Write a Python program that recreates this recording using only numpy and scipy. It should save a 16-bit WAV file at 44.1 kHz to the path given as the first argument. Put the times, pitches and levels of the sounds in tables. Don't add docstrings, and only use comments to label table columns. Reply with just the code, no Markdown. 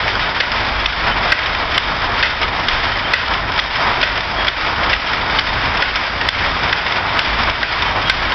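import sys
import numpy as np
from scipy import signal
from scipy.fft import rfft, irfft, next_fast_len
from scipy.io import wavfile
from scipy.ndimage import uniform_filter1d, minimum_filter1d

SR = 44100
rng = np.random.default_rng(int(sys.argv[2]) if len(sys.argv) > 2 else 0)


def waveform_to_disk(signal):
    frames = np.transpose(np.atleast_2d(signal))
    scaled = np.clip(frames, -1, 1) * 32767
    samples = np.round(scaled).astype(np.int16)
    wavfile.write(sys.argv[1], SR, samples)


N = 367794
TIME = np.arange(N) / SR

# (frequency [Hz], relative level [dB])
ROAR_TONE = [(65, -32), (110, -2.5), (140, -8.5), (231, -5), (326, -6), (504, -5.5), (665, -1.5), (964, 1),
             (1180, 0), (2000, -7.5), (2600, -17), (3380, -36), (5720, -120)]
# (frequency [Hz], width [Hz], relative level [dB])
FRAME_NOTES = [(20.8, 3.1, -3), (27, 3.7, -5), (37, 2.4, -8), (48.9, 6, 5), (71.5, 1, -0.5),
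               (79.4, 2.1, -3.5), (97.7, 5.6, -1), (107, 12, -6.5), (123.5, 15, -3.5), (165.4, 2.1, -7),
               (182, 7.7, -18.5), (228.7, 2.7, -15.5), (274.8, 3.2, -13)]
# (time [s], level [dB])
RUMBLE_LEVELS = [(0, -24), (.4, -30.5), (.78, -26), (1.0, -26.5), (1.6, -31), (2.0, -25.5), (2.5, -29.5),
                 (2.85, -26), (3.1, -28.5), (4.4, -30), (5.35, -27.5), (5.6, -23.5), (6.05, -34.5),
                 (6.35, -24), (6.9, -31), (7.4, -27.5), (8.34, -27.5)]
# (frequency [Hz], relative level [dB])
RATTLE_TONE = [(700, -43), (1300, 4.5), (1900, 4), (2300, 0), (2600, -4), (3600, 0), (4000, -7.5),
               (4500, -6), (5100, -6), (5600, -17)]
# (frequency [Hz], width [Hz], relative level [dB])
SPINDLE_NOTES = [(710, 90, -7.5), (952, 72, -2.5), (1020, 39, -8.5), (1244, 63, 0.5), (1478, 12, -3.5),
                 (1646, 130, -9.5), (2240, 220, -5.5), (3036, 11, -13.5), (3480, 18, -16.5), (3650, 25, -5),
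                 (4850, 280, -8), (5050, 98, -21)]
# (time [s], relative level [dB])
LOOSE_KNOCKS = [(0.079, -14), (0.152, -14.5), (0.517, -13.5), (1.390, -13.5), (1.459, -12.5),
                (1.548, -15.5), (2.257, -18.5), (2.415, -13), (2.430, -12.5), (2.834, -17.5), (3.28, -18.5),
                (3.337, -13), (3.519, -16.5), (3.577, -11.5), (3.759, -17.5), (4.013, -11.5),
                (4.176, -15.5), (4.206, -16), (4.446, -14), (4.468, -15), (4.864, -19.5), (4.896, -13),
                (5.132, -14.5), (5.771, -12), (5.957, -12), (6.212, -13), (6.633, -15), (6.776, -20),
                (6.864, -16.5), (6.922, -15.5), (7.432, -15.5), (7.497, -14), (7.821, -11), (8.252, -20.5),
                (8.319, -12)]
# (time [s], relative level [dB],
# chatter length [s], buzz against the blow [dB], duck that follows [dB], next stroke's offset [dB])
NEAR_HITS = [(.401, -8, .008, -14.5, 3.5, 0.1), (1.319, 1.5, 0.0068, -18, 2.5, 0),
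             (2.226, -6.5, .008, -9, 3.2, -0.5), (3.135, 2, 0.0039, -17.5, 2.5, -2),
             (4.029, -8.5, 0.0072, -9.5, 0.4, -2.7), (4.930, -8.5, 0.0078, -20, 6.5, 1.2),
             (5.821, -8, .0044, -12.5, 0.8, -2), (6.727, -6, 0.0039, -17.5, -0.3, -1),
             (7.629, -8, 0.0025, -17.5, 4.5, 0.5)]
FAR_HITS = [(.858, -4.5, .004, -24.5, 5.5, 0.6), (1.778, 4, 0.0023, -26, 2.5, 0),
            (2.684, -3, .004, -15.5, -0.9, .2), (3.589, -9, 0.0096, -24.5, 5.5, 0.45),
            (4.480, -7.5, .0055, -23.5, 4.5, 1.1), (5.387, -6, .0086, -31, 3, 1),
            (6.287, 3.5, 0.0018, -24.5, 4, 1.3), (7.191, 3, 0.0025, -18, -3, -0.5),
            (8.097, 10.5, 0.0021, -26, -1.5, 0.9)]
# (frequency [Hz], relative level [dB])
CRACK_TONE = [(200, -15.5), (800, -4), (1500, 2.5), (2300, 7.5), (3500, 5), (4000, -3.5), (5000, -1),
              (5800, -9.5)]
# (frequency [Hz], width [Hz], relative level [dB])
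NEAR_NOTES = [(594, 92, -15), (1540, 170, -2.5), (1922, 65, -7.5), (2082, 92, -5.5), (2516, 160, -8)]
FAR_NOTES = [(1542, 38, -13.5), (2180, 130, -10), (2900, 270, -9.5), (3470, 130, -18)]
# (middle time [s], length [s], pitch [Hz], level [dB])
GUIDE_SQUEAKS = [(0.78, 0.13, 3300, -31), (1.12, 0.034, 3070, -21), (2.935, 0.062, 3100, -26.5),
                 (3.06, 0.049, 3130, -22.5), (4.404, 0.081, 3300, -23), (8.08, .07, 3270, -20)]
# (middle time [s], length [s], rise of the roar [dB])
DRIVE_SURGES = [(1.07, .04, 2.5), (1.246, 0.049, 3), (2.418, 0.033, 4), (3.324, 0.05, 3),
                (3.854, 0.11, 3.5), (4.164, .04, 4.5), (4.406, 0.11, 4.5), (4.689, 0.032, 0),
                (5.304, 0.11, 0.5), (5.664, 0.044, 3), (5.763, .04, 2.5), (6.216, 0.034, 4),
                (7.164, 0.066, 3), (7.404, 0.056, 4), (7.484, .04, 7.5), (7.826, 0.02, -0.5),
                (7.967, 0.034, 4)]


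def from_db(db):
    return 10 ** (np.asarray(db) / 20)


def unit_power(x):
    return x / np.sqrt(np.mean(x ** 2) + 1e-20)


def drift(per_s):
    turns = np.arange(0, TIME[-1] + 1, 1 / per_s)
    return unit_power(np.interp(TIME, turns, rng.standard_normal(N)[:len(turns)]))


def swell(middle, length):
    return np.exp(-(2 * (TIME - middle) / length) ** 2)


def colour(x, tone):
    size = next_fast_len(N + SR // 10) * 2
    hz, db = np.transpose(tone)
    bin_hz = np.arange(size // 2 + 1) * SR / size
    gain = unit_power(from_db(np.interp(np.log(bin_hz + 1), np.log(hz), db, left=-60, right=-60)))
    cepstrum = irfft(np.log(gain))[:size // 2]
    cepstrum[1:] *= 2
    return irfft(rfft(x, size) * np.exp(rfft(cepstrum, size)))[:N]


def resonate(x, notes):
    out = 0
    for k, (hz, width_hz, db) in enumerate(notes):
        decay = np.exp(-np.pi * width_hz / SR)
        poles = [1, -2 * decay * np.cos(2 * np.pi * hz / SR), decay ** 2]
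        gain = (-1) ** k * from_db(db) * np.sqrt((1 - decay ** 2) / 2)
        out = out + gain * signal.lfilter([1, 0, -1], poles, x + 1e-18)
    return out


def roar(level_db, flutter_db):
    return from_db(level_db + flutter_db * drift(60)) * colour(rng.standard_normal(N), ROAR_TONE)


def frame(level_db):
    return from_db(level_db) * unit_power(resonate(rng.standard_normal(N), FRAME_NOTES))


def spindles(level_db, taps_per_s, spread_db, tap_s, whirr, ring_db, swell_db):
    is_tap = rng.random(N) < taps_per_s / SR
    taps = is_tap * from_db(spread_db * np.clip(rng.standard_normal(N), -2, 2))
    energy = signal.lfilter([1], [1, -np.exp(-2 / (tap_s * SR))], taps ** 2 + 1e-18)
    loudness = np.sqrt(energy / energy.mean() + whirr)
    force = from_db(level_db) * unit_power(loudness * rng.standard_normal(N))
    knocks = sum(contact(s, db, .002, fade_s=.004, buzz_db=-12, buzz_s=.02) for s, db in LOOSE_KNOCKS)
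    force += knocks.sum(axis=0)
    rings = sum(resonate(force * from_db(swell_db * drift(12)), [note]) for note in SPINDLE_NOTES)
    return colour(force, RATTLE_TONE) + from_db(ring_db) * rings


def contact(start, db, chatter_s, fade_s, buzz_db, buzz_s):
    out, first = np.zeros((2, N)), int(start * SR)
    age = TIME[:min(SR // 4, N - first)]
    blow = np.exp(-np.maximum(age - chatter_s, 0) / fade_s)
    buzz = from_db(buzz_db) * np.exp(-age / buzz_s)
    shapes = np.array([blow, buzz])
    out[:, first:first + len(age)] = from_db(db) * shapes * rng.standard_normal(shapes.shape)
    return out


def rail_stop(hits, notes, crack_db, ring_db, hiss_db):
    blow, buzz = sum(contact(s, db, chatter_s, fade_s=.002, buzz_db=buzz_db, buzz_s=.07)
                     for s, db, chatter_s, buzz_db, *_ in hits)
    crack = colour(blow + from_db(hiss_db) * buzz, CRACK_TONE)
    ring = resonate(blow + buzz, notes)
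    return from_db(crack_db) * crack + from_db(ring_db) * ring


def strokes(duck_s, recover_s, climb_db_per_s):
    duck_db, build_db, coasting = np.zeros((3, N))
    for s, *_, depth_db, offset_db in sorted(NEAR_HITS + FAR_HITS, key=lambda hit: hit[0]):
        first = int(s * SR)
        age = TIME[:N - first]
        duck_db[first:] = -depth_db * np.clip(1 - (age - duck_s) / recover_s, 0, 1)
        build_db[first:] = offset_db + climb_db_per_s * np.maximum(age - duck_s - recover_s, 0)
        coasting += swell(middle=s + .325, length=.14)
    return uniform_filter1d([duck_db, build_db, coasting], size=SR // 50)


def squeaks(waver_hz):
    waver = np.cumsum(waver_hz * drift(170)) / SR
    return sum(from_db(db) * swell(s, length) * np.sin(2 * np.pi * (hz * TIME + waver))
               for s, length, hz, db in GUIDE_SQUEAKS)


def surges(dip_share, wander_db):
    change_db = wander_db * drift(35)
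    for s, length, db in DRIVE_SURGES:
        dip = swell(middle=s + length / 2 + .06, length=.092)
        change_db += db * (swell(s, length) - dip_share * dip)
    return change_db


def scene():
    duck_db, build_db, coasting = strokes(duck_s=.089, recover_s=.096, climb_db_per_s=5)
    surge_db = surges(dip_share=.4, wander_db=.85)
    roar_db = -22 + .92 * duck_db + .9 * build_db + .1 * coasting + surge_db
    rumble_db = np.interp(TIME, *np.transpose(RUMBLE_LEVELS)) + .83 * duck_db + .5 * surge_db
    rattle_db = -21 + .55 * duck_db + .8 * build_db - 2.5 * coasting + .6 * surge_db
    rattle = spindles(rattle_db, taps_per_s=160, spread_db=3.5, tap_s=.017,
                      whirr=.8, ring_db=-11, swell_db=2.5)
    rumble = frame(rumble_db)
    near = rail_stop(NEAR_HITS, NEAR_NOTES, crack_db=-2.5, ring_db=1, hiss_db=.5)
    far = rail_stop(FAR_HITS, FAR_NOTES, crack_db=-.5, ring_db=-3, hiss_db=1)
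    return (roar(roar_db, flutter_db=1.07) + rumble + rattle + near + far + squeaks(waver_hz=28))[None]


def limiter(x, threshold_db, share, release_db_per_s):
    peak_db = 20 * np.log10(np.abs(x).max(axis=0) + 1e-9)
    cut_db = share * np.maximum(peak_db - threshold_db, 0)
    release_db = release_db_per_s * TIME
    held_db = np.maximum.accumulate(cut_db + release_db) - release_db
    return x * from_db(uniform_filter1d(minimum_filter1d(-held_db, size=45), size=45))


def overload(x, threshold_db, range_db):
    level_db = 10 * np.log10(np.abs(uniform_filter1d(x ** 2, size=SR // 120)) + 1e-12)
    return np.clip((level_db - threshold_db) / range_db, 0, 1)


def record(dry):
    limited = limiter(dry, threshold_db=-2, share=.34, release_db_per_s=53)
    squashed = limited / (1 + (limited / .66) ** 4) ** (1 / 4)
    dulled = signal.sosfilt(signal.butter(9, 5520, fs=SR, output="sos"), squashed)
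    treble_cut = signal.firwin(241, cutoff=6170, window=("kaiser", 8), fs=SR)
    narrow = signal.fftconvolve(np.clip(dulled, -.75, .75), treble_cut[None], "same")
    treble = signal.sosfilt(signal.butter(2, (6500, 9800), "band", fs=SR, output="sos"), squashed)
    spit = from_db(-15) * overload(dry, threshold_db=-2.5, range_db=1.5) * treble
    top_cut = signal.ellip(10, .2, 80, 16000, fs=SR, output="sos")
    return signal.sosfilt(top_cut, narrow + spit)


dry = scene()
out = record(dry)
waveform_to_disk(out)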